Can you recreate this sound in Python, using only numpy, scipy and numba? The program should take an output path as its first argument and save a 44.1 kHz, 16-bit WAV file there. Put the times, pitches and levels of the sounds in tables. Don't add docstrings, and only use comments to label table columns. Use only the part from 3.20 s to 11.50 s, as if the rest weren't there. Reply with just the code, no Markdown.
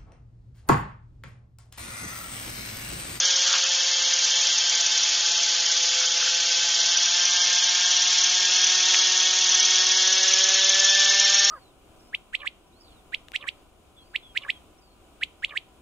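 import sys
import numpy as np
from scipy import signal
from scipy.fft import rfft, irfft
from scipy.io import wavfile
from scipy.ndimage import uniform_filter1d, map_coordinates
from numba import njit

SR = 44100
rng = np.random.default_rng(int(sys.argv[2]) if len(sys.argv) > 2 else 0)


def to_linear_factor(level_db):
    exponent = np.asarray(level_db, float) / 20
    return 10 ** exponent


def unload_wav(signal):
    wavfile.write(
        sys.argv[1],
        SR,
        np.round(np.clip(np.atleast_2d(signal).T, -1, 1) * 32767).astype(np.int16),
    )


N = 366030
T = np.arange(N) / SR
F = np.arange(N // 2 + 1) * SR / N + 1


def curves(table):
    s, *columns = np.transpose(table)
    return [np.interp(T, s, c) for c in columns]


def unit(x):
    return x / np.sqrt(np.mean(x ** 2))


def walk(rate_hz):
    k = max(int(SR / 32 / rate_hz), 1)
    coarse = rng.standard_normal(N // 32 + 2)
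    coarse = uniform_filter1d(uniform_filter1d(coarse, k), k)
    return np.interp(np.arange(N) / 32, np.arange(len(coarse)), unit(coarse))


@njit
def svf(x, hz, width_hz):
    y, b, l = np.empty(len(x)), 0., 0.
    for i in range(len(x)):
        g, k = np.tan(np.pi * hz[i] / SR), width_hz / hz[i]
        v = (b + g * (x[i] - l)) / (1 + g * (g + k))
        b, l, y[i] = 2 * v - b, l + 2 * g * v, k * v
    return y


def band_noise(x, hz, width_hz):
    return unit(svf(svf(x, hz, width_hz), hz, width_hz))


# start_s [s], throttle [0-1], level_db [dB]
THROTTLE = [(0, 0.2, -47.5), (1, .2, -49), (2, 0.1, -47.5), (3, 0.1, -49), (3.6, .25, -45), (4.5, .41, -41),
            (5.4, 0.6, -39.5), (6.2, 0.5, -39.5), (6.8, .7, -38.5), (7.4, 0.86, -38), (7.9, 0.8, -36),
            (8.3, 0.94, -32.5)]


def engine_load():
    return curves(THROTTLE)


# start_s [s], crank_hz [Hz]
CRANK_SPEED = [(0.0, 179.85), (0.6, 176.9), (1.2, 174.55), (1.8, 172.7), (2.4, 171.45), (3.0, 170.95),
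               (3.6, 171.5), (4.0, 175.6), (4.2, 176.9), (5.0, 180.4), (5.4, 181.95), (5.8, 184.35),
               (6.0, 184.56), (6.4, 184.0), (6.6, 184.57), (7.2, 189.25), (7.8, 195.45), (8.3, 199.3)]


def rotation():
    pinion_teeth, gear_teeth, rotor_start_turns = 9, 88, -.031
    hunt_turns = .006
    hz = curves(CRANK_SPEED)[0]
    steady = np.cumsum(hz) / SR
    rotor = steady * pinion_teeth / gear_teeth + rotor_start_turns
    return hz, steady + hunt_turns * walk(14.), rotor


# time_s [s], level_db [dB], length_s [s], pitch_hz [Hz], width_hz [Hz]
GRASS_SCUFFS = [(0.031, -35.5, 0.032, 1490, 730), (0.264, -39.5, 0.055, 1410, 697),
                (0.351, -29.5, 0.049, 1510, 790), (0.354, -26.5, 0.03, 2730, 1620),
                (0.452, -36, 0.017, 1430, 700), (2.82, -39, 0.036, 1460, 690),
                (3.016, -33, 0.005, 1560, 400), (3.028, -31, 0.003, 1450, 600),
                (3.075, -36, 0.02, 1550, 400), (5.742, -25, 0.0035, 1650, 1100),
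                (5.753, -30, 0.005, 2500, 1200), (5.79, -35, 0.008, 1400, 500)]
# time_s [s], level_db [dB], length_s [s], pitch_hz [Hz]
TWIG_SNAP = (5.7452, -4.5, .00032, 2450)
# time_s [s], length_s [s], pitch_hz [Hz], level_db [dB]
BIRD_NOTE = (4.115, .035, 1180, -42)


def field():
    out = np.zeros(N)
    grain = rng.standard_normal(N) * to_linear_factor(2.5 * walk(250.))
    for s, db, length, hz, width_hz in GRASS_SCUFFS:
        start, stop = int((s - 4 * length) * SR), int((s + 4 * length) * SR)
        near = slice(max(start, 0), stop)
        band = band_noise(grain[near], np.full(N, 1. * hz), 1. * width_hz)
        out[near] += to_linear_factor(db) * np.exp(-((T[near] - s) / length) ** 2) * band
    s, db, length, hz = TWIG_SNAP
    out -= to_linear_factor(db) * np.exp(-((T - s) / length) ** 2) * np.sin(2 * np.pi * hz * (T - s))
    s, length, hz, db = BIRD_NOTE
    return out + to_linear_factor(db) * np.exp(-((T - s) / length) ** 4) * np.sin(2 * np.pi * hz * T)


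def clatter(turns, repeat):
    size = 256
    cycles = rng.standard_normal((int(turns[-1]) + 3, size))
    turn_to_turn = np.convolve([1, -repeat], [1, -.88])
    cycles = signal.lfilter([1, -1], turn_to_turn, cycles, axis=0).ravel()
    burst = 1 + .25 * np.cos(2 * np.pi * turns)
    return unit(burst * map_coordinates(cycles, [(turns + 1) * size], order=2))


# pitch_hz [Hz], density_db [dB per Hz]
HISS_COLOUR = [(60, -81), (150, -45.5), (300, -41), (500, -24), (900, -23), (1500, -14.5), (2100, -12.5),
               (2600, -10), (3300, -1.5), (4000, -7), (5000, -4.5), (6200, -6), (7000, -9), (7600, -21.5)]


def gas_hiss(turns):
    throttle = engine_load()[0]
    pitch_hz, density_db = np.transpose(HISS_COLOUR)
    colour = to_linear_factor(np.interp(np.log(F), np.log(pitch_hz), density_db, left=-90, right=-90))
    engine_share = np.interp(F, (400, 900, 1400, 2800, 5500), (.3, .9, .95, .85, .15))
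    engine = rfft(to_linear_factor(-2 + 3 * throttle ** 2) * clatter(turns, .55))
    flow = rfft(rng.standard_normal(N))
    mix = np.sqrt(engine_share) * engine + np.sqrt(1 - engine_share) * flow
    return unit(irfft(mix * colour, N)) * to_linear_factor(.25 * walk(9.))


# start_s [s], swish_db [dB], whoosh_db [dB], lead [-1..1]
BLADE_BITE = [(0, 1, -1, .6), (.6, -6, -8, 0.35), (1.0, -1, -5, 0.46), (1.6, -4, -1.5, .65),
              (2.2, -6, -4, .55), (2.8, -1.5, -4, 0.49), (3.4, -2, -5, 0.41), (4, 3.5, -9, .3),
              (4.8, 2.5, -10, 0.3), (5.4, 4.5, -8.5, -0.066), (5.9, 2.5, -8, -.15), (6.4, 5.5, -8, -.3),
              (7, 2, -13, -.6), (7.6, 3.5, -14, -.75), (8.3, 1, -13.5, -0.82)]


def blades(hz, rotor):
    swish_db, whoosh_db, lead = curves(BLADE_BITE)
    swish_turns, whoosh_turns, glide = .11, .09, .4
    from_pass = (2 * rotor + .5) % 1 / 2 - .25
    pass_number = np.floor(2 * rotor + .5).astype(int)
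    size = to_linear_factor(.9 * rng.standard_normal(400))[pass_number]
    blade = np.clip(1 + lead * np.cos(2 * np.pi * rotor), 0, 3) * size

    centre_hz = (2400 + 20 * hz) * (1 + glide * from_pass)
    swish = band_noise(rng.standard_normal(N), centre_hz, 340.)
    swish = swish * np.exp(-(from_pass / swish_turns) ** 2) * blade

    whoosh = band_noise(rng.standard_normal(N), np.full(N, 6054.), 1300.)
    whoosh = whoosh * np.exp(-(from_pass / whoosh_turns) ** 2) * blade

    tail = np.exp(-(rotor % .5) / .13)
    tail = tail * np.clip(1 + lead * np.sign(np.sin(2 * np.pi * rotor)), 0, 3)
    wake = band_noise(rng.standard_normal(N), 31 * hz, 900.)
    wake = to_linear_factor(-5) * uniform_filter1d(tail, size=200) * wake
    return to_linear_factor(whoosh_db) * whoosh + to_linear_factor(swish_db - 3.5) * (swish + wake)


def air(hz, turns, rotor):
    db = -22.5 + 2.67 * engine_load()[0]
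    return to_linear_factor(db + 0.13) * (gas_hiss(turns) + blades(hz, rotor))


# pitch_hz [Hz], width_hz [Hz], idle_db [dB], full_throttle_db [dB]
ECHO_DIPS = [(706, 670, 1.5, -1.5), (1007, 62, 0, -3), (1114, 100, -2.5, -1.5), (1390, 60, -1, -2.5),
             (1989, 72, -4.5, -7.5), (2414, 80, -3, -3), (2950, 130, -2, -2), (3800, 92, -3, -2.5),
             (3890, 120, -1, 2.5), (4700, 130, 2.5, -6), (4910, 130, -2, -3), (5430, 200, 0, 3.5),
             (6054, 550, -1.5, 0), (6406, 180, 4, -2.5)]


def ground_echo(wind):
    spectrum = rfft(wind)

    def reflected(column):
        db = sum(row[column] * np.exp(-((F - row[0]) / row[1]) ** 2) for row in ECHO_DIPS)
        return irfft(spectrum * to_linear_factor(db), N)

    throttle = np.clip(engine_load()[0], 0, 1)
    idle, full = reflected(2), reflected(3)
    return idle + throttle * (full - idle)


# pitch_hz [Hz], width_hz [Hz], idle_db [dB], full_throttle_db [dB]
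BODY_RESONANCES = [(376.6, 16.7, 11, 10.5), (1012, 24, -17.5, -15), (1567, 36, -2, 14), (1761, 34, 9, 8),
                   (1839, 45, 3.5, 10.5), (1957, 22, -4, -25.5), (2390, 66, -7, -8), (3307, 33, -3.5, 8),
                   (3470, 80, -2, 2), (5550, 210, 10, 17.5)]


def body_db(hz):
    coarse_hz, throttle = hz[::64], engine_load()[0][::64]
    db = 0
    for centre_hz, width_hz, idle_db, full_db in BODY_RESONANCES:
        peak_db = idle_db + throttle * (full_db - idle_db)
        db = db + peak_db * np.exp(-((coarse_hz - centre_hz) / width_hz) ** 2)
    return np.interp(T, T[::64], db)


# crank_order [per turn], lift_db [dB]
PART_THROTTLE_LIFT = [(1, -3), (2, -4.5), (4, -.5), (5, -0.5), (6, 0), (7, 0), (8, 2), (9, -2), (10, -1),
                      (11, 0), (12, 1), (13, 2.5), (14, 1), (15, -1.5), (16, 1.5), (17, 1.5), (18, -5),
                      (19, 3), (20, .6), (21, -1.7), (22, .6), (23, 0.3), (24, 4.8), (28, 2.8)]


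def part_db(order):
    middle, span = .44, .13
    nearness = np.exp(-((engine_load()[0] - middle) / span) ** 2)
    return dict(PART_THROTTLE_LIFT).get(order, 0) * nearness


def partial(turns, order, rough, rate_hz, throb=1):
    wobble = 1 + rough * walk(rate_hz) + 1j * rough * walk(rate_hz)
    return np.sqrt(2) * (wobble * throb * np.exp(2j * np.pi * order * turns)).imag


WHINE_CRANK_ORDERS = (9, 18, 19, 28)
# idle_db [dB], rise_db [dB to full throttle], fading_db [dB]
WHINE_LEVELS = [
    (-47, 12.5, -0.7),
    (-38, 6, 0.3),
    (-43, 2.5, 0.2),
    (-50, 5.5, 0.7),
]
GEAR_RUN_OUT = [
    (.6, .17, .5, .78, 0),
    (.55, .2, .7, .3, .17),
    (.3, .3, .6, .3, .1),
    (.4, .5, .3, .52, 0),
]
# start_s [s], mesh_db [dB], octave_db [dB], fan_db [dB], ring_db [dB]
CLUTCH_LOAD = [(0, 1.5, 2.5, -2, -0.5), (.6, -4, -1, -1, -7), (1.2, -3, 2, -3.5, 0.5),
               (2, .6, -2.8, -1.2, 2.3), (2.8, -3, -4.5, 3.5, 3.5), (3.4, 1, -4, -1.5, -2.5),
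               (3.9, 0, 3, -3, -3.5), (4.4, 3, 5.5, 3, 2), (4.9, -0.7, 2.1, 0, 0), (5.4, -0.7, 0.5, 4, 3),
               (5.9, -2, 4.5, 1.5, 3), (6.4, -5, 1.7, -1.5, -5.5), (6.85, 1, 1.5, 2, 4.5),
               (7.1, 2, -6.5, -0.5, -5), (7.35, -0.1, 1.5, -6, -1), (7.75, 1, 3.5, 1, 2.5),
               (7.95, 0, -1.5, 3, -0.8), (8.3, -3.5, -2, 0.2, 3)]


def gears(hz, turns, rotor):
    throttle, out = engine_load()[0], 0
    loads_db = curves(CLUTCH_LOAD)
    roughs, rates_hz, trims_db = (.22, .28, .33, 1.2), (130., 110., 130., 260.), (-1, -1.5, -1.4, -8)
    for i, order in enumerate(WHINE_CRANK_ORDERS):
        idle_db, rise_db, fade_db = WHINE_LEVELS[i]
        idle, full, fall, peak, lag = GEAR_RUN_OUT[i]
        sidebands = 0
        for k in (1, 2, 3):
            phase_turns = k * (rotor - peak) + lag * k * (k - 1)
            sidebands = sidebands + fall ** (k - 1) * np.exp(2j * np.pi * phase_turns)
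        throb = 1 + (idle + throttle * (full - idle)) * sidebands
        db = idle_db + rise_db * throttle + fade_db * walk(5.0)
        db = db + body_db(order * hz) + part_db(order) + trims_db[i] + loads_db[i]
        out = out + to_linear_factor(db) * partial(turns, order, roughs[i], rates_hz[i], throb)
    return out


# crank_order [per turn], level_db [dB]
LIGHT_TIMBRE = [(1, -17.5), (2, -10), (3, -11), (4, -2.5), (5, 2), (6, -4), (7, -8.5), (8, -29.5), (9, -7),
                (10, -6.5), (11, -27), (12, -9), (13, -8), (14, -25.5), (15, -2.5), (16, -2.5), (17, -18),
                (18, 0), (19, -1), (20, 1), (21, -18.5), (22, -20.5), (23, -7.5), (24, 7)]
# crank_order [per turn], level_db [dB]
HEAVY_TIMBRE = [(1, -27), (2, -22), (3, -11), (4, -11), (5, -13.5), (6, -14.5), (7, -25), (8, -14.5),
                (9, -1), (10, -10.5), (11, -10), (12, -11), (13, -24), (14, -13.5), (15, -12), (16, -13.5),
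                (17, -8.5), (18, 0), (19, -7), (20, -12.5), (21, -6.5), (22, -11), (23, -11), (24, -22)]
# start_s [s], level_db [dB]
THIRD_ORDER = [(0, -48), (.8, -48.5), (1.3, -55), (1.85, -66), (2.3, -55.5), (2.85, -47), (3.4, -53),
               (3.9, -64.5), (4.5, -70), (5.4, -71.5), (6, -54.5), (6.5, -60.5), (7, -45), (7.5, -40.5),
               (8.3, -46.5)]


def exhaust(hz, turns):
    throttle, exhaust_db = engine_load()
    spread_turns = .02
    out = 0
    for (order, light_db), (_, heavy_db) in zip(LIGHT_TIMBRE, HEAVY_TIMBRE):
        if order in WHINE_CRANK_ORDERS:
            continue
        rough = min(.003 * order ** 2 + .02, .8)
        tone = partial(turns - spread_turns * order, order, rough, 40.0 + 4.7 * order)
        db = exhaust_db + light_db + throttle * (heavy_db - light_db)
        db = db + body_db(order * hz) + part_db(order)
        if order == 3:
            db = curves(THIRD_ORDER)[0]
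        out = out + to_linear_factor(db) * tone / np.hypot(1, rough)
    return out


def scene():
    hz, turns, rotor = rotation()
    blown = ground_echo(air(hz, turns, rotor))
    mono = field() + blown + gears(hz, turns, rotor) + exhaust(hz, turns)
    return np.tile(mono, (2, 1))


def camera_thinning(x, step_db, band_db, top_db):
    size, used = 1152, 400
    k, n = np.arange(used) + .5, np.arange(2 * size) + .5
    window = np.sin(np.pi * n / 2 / size)[:, None]
    basis = window * np.cos(np.pi / size * np.outer(n + size / 2, k)) * np.sqrt(2 / size)
    count = N // size + 2
    padded = np.pad(x, (size, (count + 1) * size - N))
    frames = np.lib.stride_tricks.sliding_window_view(padded, 2 * size)[::size][:count]
    lines = frames @ basis
    hz = k * SR / 2 / size

    mask = np.sqrt(uniform_filter1d(lines ** 2, 88, axis=1) + 1e-18)
    mask[:, hz > 6300] = mask[:, [np.searchsorted(hz, 6300)]]
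    thrift_db = 1.1 * rng.standard_normal((count, 1))
    bass_db = np.minimum(hz - 2300, 0) / 170 + np.minimum(hz - 1350, 0) / 200
    bass_db = bass_db + np.minimum(hz - 850, 0) / 30
    step = mask * to_linear_factor(step_db + thrift_db + bass_db)
    rounded = np.sign(lines) * np.floor((abs(lines) / step) ** .75 + .4) ** (4 / 3) * step

    band = np.repeat((lines ** 2).reshape(count, -1, 5).mean(2), 5, axis=1)
    floor = step * to_linear_factor(np.where(hz < 6800, band_db, top_db))
    rounded = rounded * (band > floor ** 2)

    frames = rounded @ basis.T
    gap = np.zeros(size)
    out = np.append(frames[:, :size].ravel(), gap) + np.append(gap, frames[:, size:].ravel())
    return out[size:size + N]


def roll_off(x):
    return signal.sosfilt(signal.butter(12, 7880, fs=SR, output="sos"), x)


def record(dry):
    mono = camera_thinning(dry[0], step_db=1.5, band_db=-7, top_db=-8.5)
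    return roll_off(np.tile(mono, (2, 1)))


dry = scene()
out = record(dry)
unload_wav(out)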